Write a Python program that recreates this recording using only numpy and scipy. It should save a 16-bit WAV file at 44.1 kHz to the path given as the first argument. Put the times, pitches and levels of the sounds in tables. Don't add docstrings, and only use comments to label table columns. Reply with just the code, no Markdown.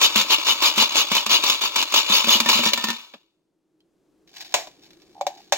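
import sys
import numpy as np
from scipy import signal
from scipy.fft import rfft, irfft, next_fast_len
from scipy.io import wavfile
from scipy.ndimage import uniform_filter1d

SR = 44100
rng = np.random.default_rng(int(sys.argv[2]) if len(sys.argv) > 2 else 0)


def dump(signal):
    limited = np.clip(np.atleast_2d(signal).T, -1, 1)
    pcm = np.round(limited * 32767).astype(np.int16)
    wavfile.write(sys.argv[1], SR, pcm)


N = 245637
TIME = np.arange(N) / SR
RING_TIME = TIME[:16384]
EMPTYING_S, CUP_LIFTED_S = 2.22, 4.9
PEAK_WIDTHS = 1.35
TOUCH_T60, KNOCK_T60 = .026, .04

# (start [s], level [dB], half length [s], slap on the wall [dB])
SHAKES = [(0.015, -16, 0.017, -5), (.157, -19, 0.021, -1.5), (0.302, -16, 0.015, -27),
          (.466, -19, 0.021, -11.5), (0.622, -17.5, 0.023, -6.5), (.779, -17, 0.021, -4.5),
          (.955, -18, 0.021, -7), (1.116, -23, 0.031, -6), (1.298, -17, 0.023, -26.5),
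          (1.437, -21.5, 0.036, -6), (1.616, -22, .019, -11), (1.759, -22, .022, -4.5),
          (1.939, -17.5, 0.021, -2.5), (2.097, -18, 0.035, -19), (2.281, -17, 0.028, -10.5),
          (2.488, -19.5, .036, -2), (2.634, -21, 0.019, -8)]
# (time [s], thump [dB], clack on the bullets inside [dB])
LANDINGS = [(0.159, -22.5, -20.5), (0.213, -33, -9.5), (.775, -25, -20), (1.116, -23, -26.5),
            (1.264, -33.5, -7.5), (2.099, -26, -17.5), (2.244, -32.5, -9.5), (2.274, -25.5, -18.5),
            (2.354, -26, -19.5), (2.402, -26, -1.5), (2.461, -26.5, -12.5), (2.553, -28, -19),
            (2.592, -22.5, -12.5), (2.662, -23, -8.5), (2.734, -36, -3), (2.777, -37.5, -11.5),
            (2.841, -29, -6.5), (2.886, -29, -14), (2.903, -35.5, -11)]
# (time [s], level [dB], pitch [Hz], crack compared with the pop [dB])
POPS = [(4.541, -7, 742, 13.5), (4.672, -30.5, 735, 6.5), (5.211, -9, 768.5, -6.5), (5.267, -7.5, 755, 0.5),
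        (5.523, -3, 786, 8)]
# (frequency [Hz], level [dB])
BUMP_SPECTRUM = [(50, -5), (120, -10.5), (180, 7), (350, 0), (560, -1), (1300, -3.5), (2000, -9),
                 (3500, -3), (7000, -21.5), (9000, -37.5), (15500, -33)]
# (frequency [Hz], level [dB])
RUB_SPECTRUM = [(100, -23), (480, -12.5), (750, 8.5), (950, -2), (1250, -7), (1800, 4), (2700, 3),
                (4000, 10.5), (7200, -0.5), (8800, -17), (15500, -10.5)]


def funnel(rest_per_s=1100, shake_per_s=1900, glints_per_s=700, heap_db=1.12, clack_db=12.5,
           tick_db=-13, wall_db=-14, clink_db=-8, chatter_db=-7, sparkle_db=-13):
    # (frequency [Hz], level [dB])
    rattle_spectrum = [(140, -25), (220, -1), (450, -1.5), (600, 0), (740, -5), (1000, 5), (1300, 1),
                       (1650, -3.5), (2300, 5), (3600, 6), (5600, -0.5), (7100, 2), (8600, -16),
                       (11000, -13.5), (15500, -8.5)]
    # (frequency [Hz], level [dB])
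    copper_spectrum = [(6000, -52.5), (9000, -10), (12000, -4.5), (15500, 2)]
    throw = swells([(s + PEAK_WIDTHS * width, db, width) for s, db, width, _ in SHAKES])
    speed = throw / throw.max()
    level = np.sqrt(throw + rolling() ** 2)
    heap = undb(heap_db) * contacts(rest_per_s + shake_per_s * speed, level, even_s=0.02)
    knocks = undb(clack_db) * hard_knocks()
    hits = heap + knocks
    pings = clinks(heap * (.5 + np.sqrt(speed)))
    rattle = undb(tick_db) * hits + undb(wall_db) * funnel_wall(hits) + undb(clink_db) * pings
    rattle += undb(chatter_db) * chatter(heap, TOUCH_T60) + chatter(knocks, KNOCK_T60)
    glints = contacts(glints_per_s, level * np.sqrt(speed), even_s=0.025)
    sparkle = clinks(glints, lo_hz=9700, hi_hz=16500, phase_spread=0.52, t60=0.055)
    return shaped(rattle, rattle_spectrum) + undb(sparkle_db) * shaped(sparkle, copper_spectrum)


def rolling(roll_db=-12.5, lag_s=0.085, flow_db=-36.5, empty_s=2.91, settle_db_per_s=118.5):
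    shake_db = np.interp(TIME - lag_s, [row[0] for row in SHAKES], [row[1] for row in SHAKES])
    moving = np.hypot(undb(shake_db + roll_db), undb(flow_db) * (TIME > EMPTYING_S))
    return moving * undb(-settle_db_per_s * np.maximum(TIME - empty_s, 0))


def hard_knocks(count=4, slap_s=.004):
    # (time [s], level [dB])
    strays = [(.76, -16), (.823, -3.5), (.922, -15.5), (1.151, -5), (1.167, -4.5), (1.499, -3), (1.826, -6),
              (1.923, -12), (2.498, -1.5), (2.53, -7.5), (2.688, -14.5)]
    lags = slap_s * (np.arange(count) + rng.random((len(SHAKES), count)) / 2) / count
    slaps = [(s + lag, db - 10 * np.log10(count))
             for (s, _, _, db), row in zip(SHAKES, lags) for lag in row]
    return strikes(slaps + [(s, db) for s, _, db in LANDINGS] + list(strays))


def funnel_wall(hits, side_db=-5, places=10):
    # (pitch [Hz], ring time [s], level [dB])
    notes = [(850, 0.055, -17), (941, 0.032, -8.5), (1055, 0.016, -15.5), (1275, 0.029, -10.5),
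             (1533, 0.46, -20), (2320, 0.047, -18.5), (2556, 0.079, -10.5), (2863, 0.069, -7),
             (3410, .025, -5.5), (3680, 0.03, -3.5), (4090, 0.031, -3), (4555, 0.052, -5.5),
             (4750, .07, -10.5)]
    shake = np.searchsorted([row[0] for row in SHAKES], TIME)
    place = (3 * shake + rng.integers(0, 4, N)) % places
    out = 0
    for k in range(places):
        near, far = (ring(notes, detune=0.013, scatter_db=2, wave=wave) for wave in (np.cos, np.sin))
        out = out + convolve(hits * (place == k), both_ears(near, far, side_db))
    return out


def clinks(hits, lo_hz=2700, hi_hz=7500, phase_spread=0.7, uneven_db=4, t60=0.048, size=1280):
    starts = np.flatnonzero(hits)
    pitches = lo_hz * (hi_hz / lo_hz) ** rng.random((len(starts), 1))
    phases = phase_spread * rng.standard_normal((len(starts), 2, 1))
    freedom = unit(undb(uneven_db * rng.standard_normal(len(starts)))) * np.sqrt(len(starts))
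    decay = np.sqrt(2) * unit(fade(t60)[:size])
    out = np.zeros((2, N + size))
    for i, hz, phase, free in zip(starts, pitches, phases, freedom):
        tone = np.sin(np.float32(2 * np.pi * hz * RING_TIME[:size] + phase))
        out[:, i:i + size] += hits[i] * free * decay * tone
    return out[:, :N]


def spout(push_db=3, return_db=-1.5, return_s=.062, passing_db=13, scatter_db=3):
    # (pitch [Hz], ring time [s], level [dB])
    notes = [(319, 0.11, 1.5), (460, 0.017, -2.5), (574, 0.0718, 1)]
    taps = [(s, db + passing_db) for s, db, _ in LANDINGS if s > EMPTYING_S]
    scatter = scatter_db * rng.standard_normal((len(SHAKES), 2))
    for (s, db, width, _), (push_scatter, return_scatter) in zip(SHAKES, scatter):
        taps.append((s, db + push_db + push_scatter))
        taps.append((s + PEAK_WIDTHS * width + return_s, db + return_db + return_scatter))
    return convolve(strikes(taps), ring(notes))


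def bottle(body_db=23.5, thud_db=5, air_db=-1, stir_db=-14, held_t60=0.9, held_pitch=.95,
           min_bounce_s=0.0086, bounce_db=-7):
    # (pitch [Hz], ring time [s], level [dB])
    body_notes = [(202, 0.12, -10.5), (224, 0.21, 3)]
    # (pitch [Hz], ring time [s], level [dB])
    air_notes = [(960, .16, -5), (1400, .12, -11), (1805, .24, 0)]
    # (time [s], level [dB])
    neck_hits = [(2.46, 3), (2.662, -2), (2.775, 2), (2.841, -4), (2.886, 1.5)]
    thumps = []
    for (s, db, _), late in zip(LANDINGS, rng.random(len(LANDINGS))):
        pitch, damping = (held_pitch, fade(held_t60)) if s < EMPTYING_S else (1, 1)
        notes = [(hz * pitch, t60, note_db) for hz, t60, note_db in body_notes]
        for lag, gain_db in ((0, 0), (min_bounce_s * (1 + late), bounce_db)):
            thumps.append((s + lag, undb(db + gain_db) * ring(notes, detune=0.022) * damping))
    landings = strikes([(s, db) for s, db, _ in LANDINGS])
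    thud = shaped(chatter(landings, t60=.07, side_db=-21), BUMP_SPECTRUM)
    blows = neck_hits + [(s, stir_db) for s, _, _ in LANDINGS]
    air = placed((s, undb(db) * ring(air_notes, detune=0.0027, scatter_db=-0.5)) for s, db in blows)
    return undb(thud_db) * thud + undb(body_db) * placed(thumps) + undb(air_db) * air


def funnel_bump(db=17, t60=.07):
    # (time [s], level [dB])
    bumps = [(3.138, -29)]
    return undb(db) * shaped(chatter(strikes(bumps), t60), BUMP_SPECTRUM)


def cup_pops(wall_db=11, thump_db=5, crack_db=7, crack_t60=0.049, jolt_db=-5, jolt_t60=0.27):
    # (multiple of the pop's pitch, ring time [s], level [dB])
    wall_notes = [(1, 0.03, 1), (1.02, .16, -14)]
    # (frequency [Hz], level [dB])
    crack_spectrum = [(60, -19), (300, -3.5), (480, -0.5), (720, 16), (1250, -6), (1900, 4), (3000, 1.5),
                      (3900, 5.5), (5300, 0), (7300, 1), (8900, -18.5), (15500, -16)]
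    # (pitch [Hz], ring time [s], level [dB])
    resting, lifted = [(638, 0.19, -10.5), (985, .07, -4)], [(580, 0.075, -2)]
    pops = []
    for s, db, hz, _ in POPS:
        notes = [(hz * ratio, t60, note_db) for ratio, t60, note_db in wall_notes]
        base = lifted if s > CUP_LIFTED_S else resting
        pops.append((s, undb(db) * ring(notes + base)))
    wall = filtered(placed(pops), [520, 1080], "band")
    thump = filtered(strikes([(s, db) for s, db, _, _ in POPS if s > CUP_LIFTED_S]), [290, 500], "band")
    snaps = undb(crack_db) * strikes([(s, db + sharp_db) for s, db, _, sharp_db in POPS])
    jolts = snaps * np.sqrt(snaps / snaps.max())
    crack = chatter(snaps, crack_t60) + undb(jolt_db) * chatter(jolts, jolt_t60)
    return undb(wall_db) * wall + undb(thump_db) * thump + shaped(crack, crack_spectrum)


def cup_creaks(creak_db=8, gap_s=.0125, jitter_s=0.0012, scatter_db=2, detune=.02, push_s=0.0032):
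    # (start [s], end [s], level [dB], pitch [Hz])
    creaks = [(5.152, 5.203, -29, 805), (5.227, 5.341, -23.5, 775), (5.363, 5.41, -33, 775)]
    push = (RING_TIME / push_s) ** 2 * np.exp(-2 * RING_TIME / push_s)
    slips = []
    for start, end, db, hz in creaks:
        for s in np.arange(start, end, gap_s):
            later, louder, higher = rng.standard_normal(3)
            note = unit(push * np.sin(2 * np.pi * hz * (1 + detune * higher) * RING_TIME))
            slips.append((s + jitter_s * later, undb(db + creak_db + scatter_db * louder) * note))
    return placed(slips)


def fingers(rub_db=-1, crinkle_db=16, grip_s=4.27, grip_db=-62.5, slips_per_s=650, slip_t60=.026):
    # (time [s], level [dB], half length [s])
    rubs = [(4.36, -46.5, 0.016), (4.417, -37, 0.011), (4.475, -47, 0.022), (4.58, -47, 0.027),
            (4.842, -49, 0.009), (5.38, -52.5, 0.028)]
    # (time [s], level [dB])
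    crinkles = [(4.276, -47), (4.292, -47), (4.349, -42), (4.367, -30.5), (4.382, -33.5), (4.408, -28.5),
                (4.462, -43), (4.523, -31), (4.906, -42), (4.932, -46.5), (5.019, -44.5)]
    holding = undb(grip_db) ** 2 * (TIME > grip_s)
    level = np.sqrt(swells(rubs, lean=0.24, edge=1.5) + holding)
    slips = undb(rub_db) * chatter(contacts(slips_per_s, level, even_s=0.04), slip_t60)
    return shaped(slips + undb(crinkle_db) * chatter(strikes(crinkles), KNOCK_T60), RUB_SPECTRUM)


def shifting_bullet(scrape_db=-7):
    # (time [s], level [dB])
    shifts = [(3.805, -41.5)]
    # (pitch [Hz], ring time [s], level [dB])
    notes = [(3160, .04, 0.95), (4183, .035, -0.5)]
    touch = strikes(shifts)
    clink = convolve(touch, ring(notes))
    return clink + undb(scrape_db) * shaped(chatter(touch, KNOCK_T60), RUB_SPECTRUM)


def sink(db=-2.5, cup_db=-14):
    # (frequency [Hz], level [dB])
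    thud_spectrum = [(20, -2.5), (45, -3.5), (80, -23), (160, -44), (600, -66.5)]
    blows = [(s, thump_db) for s, thump_db, _ in LANDINGS]
    blows += [(s, pop_db + cup_db) for s, pop_db, _, _ in POPS if s < CUP_LIFTED_S]
    return undb(db) * shaped(strikes(blows), thud_spectrum)


def kitchen(x, basin_db=-7.5, basin_t60=0.063, room_db=-16, room_t60=.25):
    # (frequency [Hz], phase [radians])
    phase_lags = [(1300, 0), (2300, -1.15), (3200, -2), (5000, -4), (7300, -5.5)]
    lag = np.interp(np.arange(N // 2 + 1) * SR / N, *np.transpose(phase_lags))
    side = filtered((x[0] - x[1]) / 2, 420, "high")
    x = both_ears(x.mean(axis=0), side, 0)
    direct = np.array([x[0], irfft(rfft(x[1]) * np.exp(-1j * lag), N)])
    echoes = [undb(basin_db) * burst(basin_t60) + undb(room_db) * burst(room_t60) for _ in range(2)]
    return direct + convolve(x, filtered(echoes, 800, "high", order=1))


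def room_tone(side_db=-10):
    # (frequency [Hz], level [dB])
    spectrum = [(25, -14), (55, -9), (90, -14.5), (180, -0.5), (240, -7), (320, 8.5), (450, -4),
                (700, -12.5), (2000, -25), (7000, -28), (9000, -31), (15500, -39)]
    # (time [s], level [dB])
    levels = [(0, -67), (3.6, -73.5), (4.2, -63), (4.9, -57.5), (5.57, -60)]
    noise = both_ears(*rng.standard_normal((2, N)), side_db)
    return undb(np.interp(TIME, *np.transpose(levels))) * shaped(noise, spectrum)


def contacts(per_s, level, even_s, spread_db=4.5):
    hit = rng.random(N) < per_s / SR
    clicks = hit * rng.choice([-1, 1], N) * undb(spread_db * rng.standard_normal(N))
    power = np.abs(uniform_filter1d(clicks ** 2, int(even_s * SR)))
    return clicks * level / np.sqrt(power + 1e-9)


def chatter(hits, t60, side_db=-8):
    keep = np.exp(-2 * np.log(1000) / (t60 * SR))
    energy = signal.lfilter([1 - keep], [1, -keep], hits ** 2 + 1e-18)
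    return np.sqrt(energy) * both_ears(*rng.standard_normal((2, N)), side_db)


def ring(notes, detune=0, scatter_db=0, wave=np.cos):
    out = 0
    for hz, t60, db in notes:
        higher, louder = rng.standard_normal(2)
        tone = wave(2 * np.pi * hz * (1 + detune * higher) * RING_TIME)
        out = out + undb(db + scatter_db * louder) * unit(tone * fade(t60))
    return out


def swells(rows, lean=.12, edge=2.3):
    power = np.zeros(N)
    for s, db, width in rows:
        near = np.abs(TIME - s) < 10 * width
        stage = (TIME[near] - s) / (width * (1 + lean * np.sign(TIME[near] - s)))
        power[near] += undb(db) ** 2 * np.exp(-.5 * np.abs(stage) ** edge)
    return power


def strikes(rows):
    out = np.zeros(N)
    for s, db in rows:
        out[min(int(s * SR), N - 1)] += undb(db)
    return out


def placed(sounds):
    out = np.zeros(N + len(RING_TIME))
    for s, sound in sounds:
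        start = int(np.clip(s * SR, 0, N))
        out[start:start + len(sound)] += sound
    return out[:N]


def shaped(x, spectrum, size=4096):
    hz, db = np.transpose(spectrum)
    bins = np.maximum(np.arange(size // 2 + 1) * SR / size, 1)
    gains = undb(np.interp(np.log(bins), np.log(hz), db))
    cepstrum = irfft(np.log(gains))
    cepstrum[1:size // 2] *= 2
    response = irfft(np.exp(rfft(cepstrum[:size // 2], size)))
    return convolve(x, unit(response))


def convolve(x, response):
    size = next_fast_len(N + len(RING_TIME), True)
    spectrum = rfft(np.float32(x), size) * rfft(np.float32(response), size)
    return irfft(spectrum, size)[..., :N].astype(float)


def filtered(x, hz, kind, order=2):
    return signal.sosfilt(signal.butter(order, hz, kind, fs=SR, output="sos"), x)


def both_ears(mid, side, side_db):
    return mid + undb(side_db) * np.array([side, -side])


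def burst(t60):
    return unit(rng.standard_normal(len(RING_TIME)) * fade(t60))


def fade(t60):
    return np.exp(-np.log(1000) * RING_TIME / t60)


def unit(x):
    return x / np.sqrt(np.sum(x ** 2, axis=-1, keepdims=True))


def undb(db):
    return 10 ** (np.asarray(db) / 20)


def scene(bass_cut_hz=175):
    pouring = funnel() + spout() + bottle() + funnel_bump()
    cup = cup_pops() + cup_creaks() + fingers() + shifting_bullet()
    return kitchen(filtered(pouring + cup, bass_cut_hz, "high")) + sink() + room_tone()


def record(dry, left_db=-10, middle_hz=(700, 3500), top_hz=15900):
    middle = filtered(dry, middle_hz, "band", order=1)
    mics = dry + undb(left_db) * middle * np.array([[.5], [-.5]])
    return signal.sosfilt(signal.ellip(10, .2, 70, top_hz, fs=SR, output="sos"), np.tanh(mics))


dry = scene()
out = record(dry)
dump(out)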